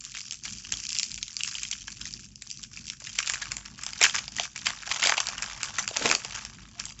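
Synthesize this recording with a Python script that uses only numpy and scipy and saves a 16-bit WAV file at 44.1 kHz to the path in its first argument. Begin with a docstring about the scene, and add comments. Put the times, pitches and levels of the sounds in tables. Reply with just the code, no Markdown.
"""Unwrapping a foil sweet

Fingers untwist a foil sweet wrapper and peel it off, close to a phone in a small room.
Each crease that buckles gives a bright tick, a duller rattle from the facet beside it and a loose flap:
short noise bursts, filtered. Small creases crackle at random between the loud snaps. A low scuff, two
faint tones and a few dull knocks join in, over a low rumble that wavers a little and a faint hiss."""
import sys
import numpy as np
from scipy import signal
from scipy.fft import rfft, irfft, next_fast_len
from scipy.io import wavfile
from scipy.ndimage import uniform_filter1d

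SR = 44100
rng = np.random.default_rng(int(sys.argv[2]) if len(sys.argv) > 2 else 0)


def transcribe(u):
    """Save the signal u as a 16-bit wav file named by the first command-line argument.

    u: samples, shape (n,) or (channels, n), limited to [-1, 1]; the rate is SR.
    q: integer samples, one column per channel.
    """
    v = np.clip(np.atleast_2d(u).T, -1, 1)
    q = np.round(v * 32767).astype(np.int16)
    wavfile.write(sys.argv[1], SR, q)


N = 308700  # samples, 7 s

# loud buckles of the foil: t/s, tick level/dB, facet level/dB, facet pitch/Hz, slipping time/ms
SNAP_EVENTS = [(0.0083, -24.5, -44, 2910, 2.1), (0.051, -22.5, -39, 2460, 4.6),
               (0.1426, -24.5, -34, 3100, 2), (0.15, -30, -31, 3080, 28), (0.1702, -26.5, -27.5, 2700, 1.8),
               (0.1764, -24.5, -33, 2880.0, 1.8), (0.2062, -23, -37, 2790, 6.2),
               (0.31, -16, -30, 2630.0, 3.4), (0.323, -17, -35, 3080, 3.9), (0.3325, -23, -30.5, 3080, 1.3),
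               (0.3434, -22, -39, 2850.0, 1.9), (0.437, -22, -51, 2210.0, 3.4),
               (0.4535, -22, -31.5, 2310.0, 26), (0.4807, -33, -30, 2740, 6.1), (0.65, -28, -30, 2960, 2.5),
               (0.7229, -9.5, -22, 2570, 5), (0.739, -22, -24, 3150, 6.3), (0.8677, -17, -51, 3080, 2.0),
               (0.891, -15.5, -57, 2640.0, 5.1), (0.9044, -18, -35, 3100, 2.7),
               (0.9302, -13.5, -35, 3300, 3), (0.953, -14, -32, 2880, 3.3), (0.9663, -19, -27, 3000, 3.3),
               (0.9871, -11, -46, 3150.0, 3.4), (0.9972, -9.5, -23.5, 2860, 1.2),
               (1.0317, -10, -27.5, 3050, 1.2), (1.0412, -18.5, -49.0, 3160.0, 3.4),
               (1.117, -18, -49, 3270.0, 1.9), (1.143, -15.5, -49, 3370, 1.7),
               (1.178, -26, -30, 2760.0, 5.2), (1.229, -13.0, -25, 2860, 0.61),
               (1.2811, -22, -26.5, 3420, 2.9), (1.3675, -12.5, -51, 2980.0, 2.8),
               (1.4074, -15.5, -22, 2420, 4.6), (1.435, -7, -46, 3000, 1.8), (1.447, -22, -33, 3040.0, 8),
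               (1.477, -15.5, -30.5, 2190, 6.6), (1.5527, -32, -23.5, 2820, 8),
               (1.5845, -25, -28.5, 2510.0, 0.95), (1.633, -12, -28, 2600, 5.4),
               (1.651, -28, -29, 2770, 7.5), (1.7137, -12.5, -30, 2430, 7.3), (1.7294, -35, -24, 2850, 10),
               (1.8807, -20.5, -26.5, 1920, 6.3), (2.0143, -17.5, -30, 2860.0, 10),
               (2.055, -20.5, -33.5, 2130, 16), (2.1282, -23.5, -57, 3100.0, 1.5),
               (2.1382, -18, -42, 2540.0, 2.2), (2.3582, -23.5, -57, 3050.0, 1.2),
               (2.4219, -20.5, -35.5, 2510, 8.8), (2.5033, -18.5, -64, 2710.0, 1.6),
               (2.5132, -18.5, -69, 2690.0, 4.5), (2.631, -20.5, -52, 2760.0, 2.7),
               (2.6376, -19, -30.5, 2980, 3), (2.773, -26, -31, 2720, 5.8), (2.8686, -25, -44, 2590, 4),
               (2.8816, -23, -38, 2580, 4.1), (2.9005, -18, -26, 2480, 2.6),
               (3.071, -17.5, -29.5, 2350, 12), (3.188, -5.5, -19.5, 2280, 11.3),
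               (3.228, -19.5, -26, 2580, 18), (3.2614, -19.5, -41, 2500, 3.3),
               (3.275, -11.5, -23, 2650, 15), (3.2982, -6.5, -17.5, 2350, 3.9),
               (3.3375, -17, -23.5, 1970, 7), (3.357, -24, -27, 1750, 1.5), (3.4209, -20, -26.5, 1640, 20),
               (3.5183, -16.5, -27, 2290, 8.4), (3.5684, -13.5, -28, 1940, 3.0),
               (3.6598, -21, -33, 2460, 4.1), (3.8355, -19, -36, 1960, 8), (3.8652, -16, -24.5, 2830, 4.5),
               (3.933, -18, -32.5, 2540.0, 7.7), (4.0149, -3.5, -11, 2200, 19),
               (4.028, -8, -12, 2410, 11.5), (4.0387, 4.5, -24, 2620, 3), (4.0429, -7, -9.5, 2130, 12),
               (4.049, -9, -11.5, 2610.0, 9.4), (4.0536, -12.5, -14.5, 2140, 8.6),
               (4.06, -18.5, -42, 2410.0, 12.9), (4.1461, -18.5, -21.5, 1570.0, 17),
               (4.154, -10.5, -26.5, 1900, 13), (4.1628, -11, -20.5, 2400, 4.6),
               (4.1851, -19.5, -22.5, 2180, 26), (4.28, -18, -30.5, 2410, 3.8),
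               (4.366, -17, -29, 3070, 8.8), (4.385, -28, -24.5, 2090, 5.9), (4.3979, -8.5, -11, 2420, 2),
               (4.4046, -31, -41, 2460, 4.4), (4.561, -20, -27.5, 2860, 6.3),
               (4.659, -19, -25.5, 2520.0, 32), (4.669, -11.5, -14.5, 2100, 11.5),
               (4.7047, -16, -21, 2320, 2.2), (4.8755, -25.5, -25, 1900, 5.1),
               (4.9067, -20.5, -31, 2470.0, 8.3), (4.915, -11, -17.5, 2880, 11),
               (5.0227, -11.5, -32, 2600, 1.6), (5.0276, -16, -16, 2100, 12),
               (5.0383, -6.5, -17.5, 2520, 13), (5.0507, -13, -19.5, 2250, 19.4),
               (5.06, -14, -16.5, 2580.0, 11), (5.072, -7.5, -16, 2150, 7.7),
               (5.0953, -7, -14.5, 1990, 8.7), (5.1023, -17, -21, 1760, 4.2),
               (5.122, -23, -12.5, 1560, 6.7), (5.1789, -12, -17, 2140, 15), (5.203, -9, -19, 2680, 9.6),
               (5.27, -10, -34, 2600, 0.73), (5.287, -13, -25.5, 2230, 1.4),
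               (5.3812, -20.5, -27.5, 2900, 13), (5.4232, -10, -28.5, 2100, 10.7),
               (5.632, -7.5, -23, 2250, 5.2), (5.6423, -19.5, -59, 2150.0, 7.0),
               (5.785, -13, -18, 1530, 16), (5.7935, -12, -29.5, 1990.0, 22), (5.878, -9, -20, 2080, 2.0),
               (5.8888, -18.5, -32, 2020, 4), (5.965, -19.5, -22, 2400, 7.3),
               (5.97, -7.5, -20, 2550.0, 5.4), (6.0576, -10.5, -13.5, 2540, 11),
               (6.0663, -11, -24, 2100, 4.9), (6.0914, -6.5, -22, 2920, 3.2), (6.1, -13, -17, 2320, 2.9),
               (6.1141, -4.5, -9.5, 1400, 4), (6.1246, -14, -20, 1500, 9.2), (6.1507, -3, -20, 2530.0, 4.6),
               (6.2484, -18, -27, 2450, 12.7), (6.35, -17.5, -39, 1780, 19),
               (6.4508, -18.5, -36, 1980.0, 5.8), (6.799, -18, -30.5, 2500, 17.5),
               (6.8548, -19, -53, 2780, 7.5)]
# colour of the bright tick: f/Hz, relative level/dB
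TICK_SPECTRUM = [(600, -64), (1500, -41), (2500, -0.5), (3900, -5), (4800, 5.5), (6200, 4), (7300, 4.5)]
# colour of a flat facet of foil at its reference size: f/Hz, relative level/dB
FACET_SPECTRUM = [(700, -35.5), (1400, -19.5), (1950, -8.5), (2500, -2.5), (3100, -10), (4000, -14),
                  (6000, -26.5)]
FACET_HZ = 2400  # the pitch that stands for reference size
FLAP_SHUT_DB, FLAP_OPEN_DB = -26, -6.5  # loose flaps compared with the facet rattle
LEAD = 200  # samples in a burst before its main jump


def snaps():
    """The loud buckles, each with its own levels, pitch and length: some click once, some tear on."""
    out = np.zeros(N)
    for s, tick_db, facet_db, facet_hz, slip_ms in SNAP_EVENTS:
        flap_db = facet_db + opened(s, FLAP_SHUT_DB, FLAP_OPEN_DB)
        parts = crease(slip_ms, facet_size=FACET_HZ / facet_hz, facet_spread=0.069)
        add(out, s - LEAD / SR, amp([tick_db, facet_db, flap_db]) @ parts)
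    return out


def crease(slip_ms, facet_size=1, facet_spread=0.35):
    """The three parts of one buckle: bright tick, facet, loose flap; a larger facet sounds lower."""
    # colour of a loose flap: f/Hz, relative level/dB
    flap_spectrum = [(300, -21.5), (600, -12), (1100, -1.5), (1600, -11), (2200, -17.5), (3500, -34)]
    facet_spectrum = np.divide(FACET_SPECTRUM, [facet_size, 1])
    slip_s = max(slip_ms, 1) / 1000
    tick = burst(TICK_SPECTRUM, slip_s, size_spread=0.062)
    facet = burst(facet_spectrum, 2.02 * slip_s, size_spread=facet_spread)
    flap = burst(flap_spectrum, 0.01 + 1.18 * slip_s, modes_db=2.0)
    return tick, facet, flap


def burst(spectrum, t60, rise=0.33, stutter_db=7, size_spread=0.22, front=6, modes_db=4.2):
    """A crease lets go: one sharp jump in a ragged run of slips; size and chance modes colour it."""
    t = np.arange(-LEAD, 1336) / SR
    ragged = evened(uniform_filter1d(rng.standard_normal(len(t)), size=10))
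    # the slips swell up to the jump, then fade 60 dB in t60 seconds
    fade_db = -60 * abs(t) / np.where(t < 0, rise * t60, t60)
    slips = rng.standard_normal(len(t)) * amp(stutter_db * ragged + fade_db)
    slips += front * (t == 0) * rng.choice([-1, 1])
    hz = np.fft.rfftfreq(len(t), 1 / SR)
    modes = np.interp(hz, np.linspace(0, SR / 2, num=56), rng.standard_normal(size=56))
    size = np.exp(size_spread * rng.standard_normal())
    gain = np.log(amp(read(spectrum, hz * size) + modes_db * modes))
    # minimum phase: the foil rings only after it is struck
    phase = signal.hilbert(np.r_[gain, gain[-2:0:-1]]).imag[:len(hz)]
    return peaked(irfft(rfft(slips) * np.exp(gain - 1j * phase)))


def crackle(per_s=720, spread_db=6.5, count=40):
    """Random small creases, a few much larger than the rest, shared out among ready-made ones."""
    rattle_shut_db, rattle_open_db = -17, -4.5  # facet rattle compared with the ticks
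    swarm_tick_db, swarm_facet_db = -22.5, -19  # extra creases compared with their loud snap
    t = np.arange(N) / SR
    _, tick_db, facet_db, _, slip_ms = np.transpose(SNAP_EVENTS)
    size = amp(spread_db * np.minimum(rng.exponential(1, N), 2.6))
    size = size * (rng.random(N) < per_s / SR)  # most samples start no crease
    which = rng.integers(0, count, N)
    layers = np.zeros((3, N))
    for k in range(count):
        lean = amp(4.2 * rng.standard_normal((3, 1)))  # some creases are more tick, some more facet
        template = lean * crease(4.9 * np.exp(0.66 * rng.standard_normal()))
        layers += signal.oaconvolve(size[None] * (which == k), template, axes=1)[:, :N]
    ticks, facets, flaps = (evened(layer) for layer in layers)
    body = facets + amp(opened(t, FLAP_SHUT_DB, FLAP_OPEN_DB)) * flaps
    work = amp(handling_db(t))
    rattle = work * amp(opened(t, rattle_shut_db, rattle_open_db))
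    # steady handling and swarms add as powers
    tick_level = np.sqrt(work ** 2 + swarm(tick_db + swarm_tick_db, slip_ms))
    body_level = np.sqrt(rattle ** 2 + swarm(facet_db + swarm_facet_db, slip_ms))
    return tick_level * ticks + body_level * body


def swarm(snap_db, slip_ms):
    """Power that gathers before each loud snap and settles after it; a clean click brings little."""
    gather_s, settle_s = 0.003, 0.015
    power = np.zeros(N)
    t = np.arange(-SR // 4, SR // 4 + 1) / SR
    at = np.round(np.transpose(SNAP_EVENTS)[0] * SR).astype(int)
    np.add.at(power, at, amp(snap_db) ** 2 * slip_ms / 10)
    shape = np.exp(-abs(t) / np.where(t < 0, gather_s, settle_s))
    return abs(signal.oaconvolve(power, shape, "same"))


def handling_db(t):
    """How hard the fingers work the foil, as a crackle level that is lowered in each pause."""
    # steady crackle before pauses: t/s, level/dB
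    effort = [(0, -41.5), (0.65, -39), (0.92, -32.5), (1.3, -44.5), (1.55, -31.5), (1.85, -41.5),
              (2.2, -44.5), (2.55, -43), (3.05, -41), (3.3, -34), (3.6, -48), (4.1, -37), (4.3, -44),
              (4.45, -35), (4.8, -41.5), (4.96, -31), (5.1, -34.5), (5.4, -39), (5.85, -40), (6.1, -34.5),
              (6.22, -48.5), (6.4, -36), (6.52, -52), (7, -41.5)]
    # the fingers stop for a moment: start/s, length/s, change/dB
    pauses = [(0.331, 0.1, -11), (2.263, 0.15, -11), (2.648, 0.068, -22), (2.942, 0.059, -11.5),
              (3.691, 0.09, -6), (4.268, 0.041, -12), (4.478, 0.082, -13), (5.217, 0.035, -15),
              (5.711, 0.025, -10), (5.832, 0.055, -19.5), (6.668, 0.12, -6), (6.927, 0.059, -16)]
    stop_s = 0.0032  # slope at each end of a pause
    drops = 0
    for s, length, db in pauses:
        drops = drops + db * np.clip(np.minimum(t - s, s + length - t) / stop_s, 0, 1)
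    return np.interp(t, *np.transpose(effort)) + drops


def opened(s, shut_db, open_db):
    """A level that follows the unfolding of the wrapper."""
    # how far the wrapper is unfolded: t/s, share/0-1
    unfolding = [(0, 0), (2.9, 0), (3.45, 0.88), (4.05, 0.61), (4.6, 0.63), (5.2, 1), (7, 0.84)]
    share = np.clip(np.interp(s, *np.transpose(unfolding)), 0, 1)
    return shut_db + (open_db - shut_db) * share


def pull():
    """The foil is dragged off the sweet: lumpy low friction noise that swells and fades."""
    # colour of the scuff: f/Hz, relative level/dB
    scuff_spectrum = [(90, -20), (250, -10), (600, -11.5), (1000, -18)]
    start_s, rise_s, hold_s, fall_s, level_db = 5.93, 0.1, 0.064, 0.13, -29.5
    lumps = amp(3.2 * evened(uniform_filter1d(rng.standard_normal(N), size=250)))
    corners = np.cumsum([start_s, rise_s, hold_s, fall_s])
    shape = np.interp(np.arange(N) / SR, corners, [0, 1, 1, 0]) ** 2
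    return amp(level_db) * shape * evened(colour(lumps * rng.standard_normal(N), scuff_spectrum))


def squeak():
    """Faint short sine tones with soft ends, perhaps a finger slipping on foil."""
    # the tones: t/s, length/s, f/Hz, peak level/dB
    tones = [(5.8, .085, 200, -51), (6.75, .05, 700, -60)]
    out = np.zeros(N)
    for s, length, hz, db in tones:
        t = np.arange(0, length, 1 / SR)
        add(out, s, amp(db) * np.sin(2 * np.pi * hz * t) * signal.windows.tukey(len(t), .5))
    return out


def knocks():
    """Further buckles of the foil, from very large facets: dull low blows, each with its own pitch."""
    # the blows: t/s, level/dB, pitch/Hz
    blows = [(3.021, -42, 620), (5.911, -30, 620), (5.969, -26, 700), (6.014, -27, 550), (6.057, -15, 600),
             (6.114, -20, 1080)]
    out = np.zeros(N)
    for s, db, hz in blows:
        spectrum = np.multiply(FACET_SPECTRUM, [hz / FACET_HZ, 1])
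        add(out, s - LEAD / SR, amp(db) * burst(spectrum, 0.02, size_spread=.02))
    return out


def room(x, level_db=-9):
    """Sparse reflections of random sign, each band dying at its own speed."""
    # time to die away by 60 dB: f/Hz, time/s
    decay_times = [(1500, 0.17), (6500, 0.24)]
    # colour of the reflections: f/Hz, relative level/dB
    echo_colour = [(500, -2), (2400, -8), (3900, -12.5), (5500, -2.5)]
    taps = np.zeros(SR // 2)
    at = np.arange(120, len(taps) - 20, 20)  # one reflection in every 20 samples
    taps[at + rng.integers(0, 20, len(at))] = rng.choice([-1., 1.], len(at))
    hz, t, bands = signal.stft(taps, SR, nperseg=256)
    band_db = read(echo_colour, hz)[:, None] - 60 * t / read(decay_times, hz)[:, None]
    tail = signal.istft(bands * amp(band_db), SR, nperseg=256)[1]
    return amp(level_db) * signal.oaconvolve(x, tail / np.linalg.norm(tail))[:N]


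def rumble():
    """Low noise of the surroundings that wavers a little, and a faint bright hiss."""
    # colour of the rumble: f/Hz, relative level/dB
    rumble_spectrum = [(18, -44), (33, -27.5), (48, 4.5), (65, -10), (130, -2), (165, -9.5), (205, -4),
                       (270, -14.5), (340, -18.5), (460, -34), (1500, -44.5)]
    rumble_db, hiss_db = -55.5, -64.5
    waver = amp(2.94 * evened(uniform_filter1d(rng.standard_normal(N), size=4000)))
    low = amp(rumble_db) * waver * evened(colour(rng.standard_normal(N), rumble_spectrum))
    hiss = amp(hiss_db) * evened(colour(rng.standard_normal(N), TICK_SPECTRUM))
    return low + hiss


def amp(db):
    """Turns decibels into a plain multiplier."""
    return 10 ** (np.asarray(db) / 20)


def evened(x):
    """Scales a signal to an RMS (average strength) of 1."""
    return x / np.sqrt(np.mean(x ** 2) + 1e-20)


def peaked(x):
    """Scales a short sound so that its loudest millisecond has envelope 1."""
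    return x / np.sqrt(2 * uniform_filter1d(x ** 2, size=44).max())


def read(points, hz):
    """Value of a spectrum table on a log-frequency axis."""
    f, value = np.transpose(points)
    return np.interp(np.log(hz + 1), np.log(f + 1), value)


def colour(x, points):
    """Filters a signal by a spectrum table."""
    size = next_fast_len(x.shape[-1])
    gain = amp(read(points, np.fft.rfftfreq(size, 1 / SR)))
    return irfft(rfft(x, size) * gain, size)[..., :x.shape[-1]]


def add(mix, s, sound):
    """Adds a sound into the mix from time s in seconds, cut off at the end of the mix."""
    part = mix[round(s * SR):][:len(sound)]
    part += sound[:len(part)]


def scene():
    """The foil sounds, their room reflections and the rumble, as two nearly equal channels."""
    foil = snaps() + crackle() + pull() + squeak() + knocks()
    mono = foil + room(foil) + rumble()
    smear = rng.standard_normal(2500) / 50
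    # a faint smeared copy makes the channels differ very slightly
    apart = colour(signal.oaconvolve(mono, smear, "same"), [(100, -38), (6500, -39), (8500, -24)])
    return np.array([mono + apart, mono - apart])


def record(dry, knee=0.5):
    """A narrow microphone path; peaks over a soft knee bend towards full scale; then the band limit."""
    # microphone response: f/Hz, gain/dB
    mic_response = [(7400, 1.5), (7700, -5), (7950, -23), (8300, -41), (9500, -64)]
    edge_hz = 16200
    heard = colour(dry, mic_response)
    over = np.maximum(abs(heard) - knee, 0)
    bent = heard - np.sign(heard) * (over - (1 - knee) * np.tanh(over / (1 - knee)))
    low_pass = signal.firwin(511, edge_hz, window=("kaiser", 9), fs=SR)
    return signal.oaconvolve(bent, low_pass[None], "same")


dry = scene()
out = record(dry)
transcribe(out)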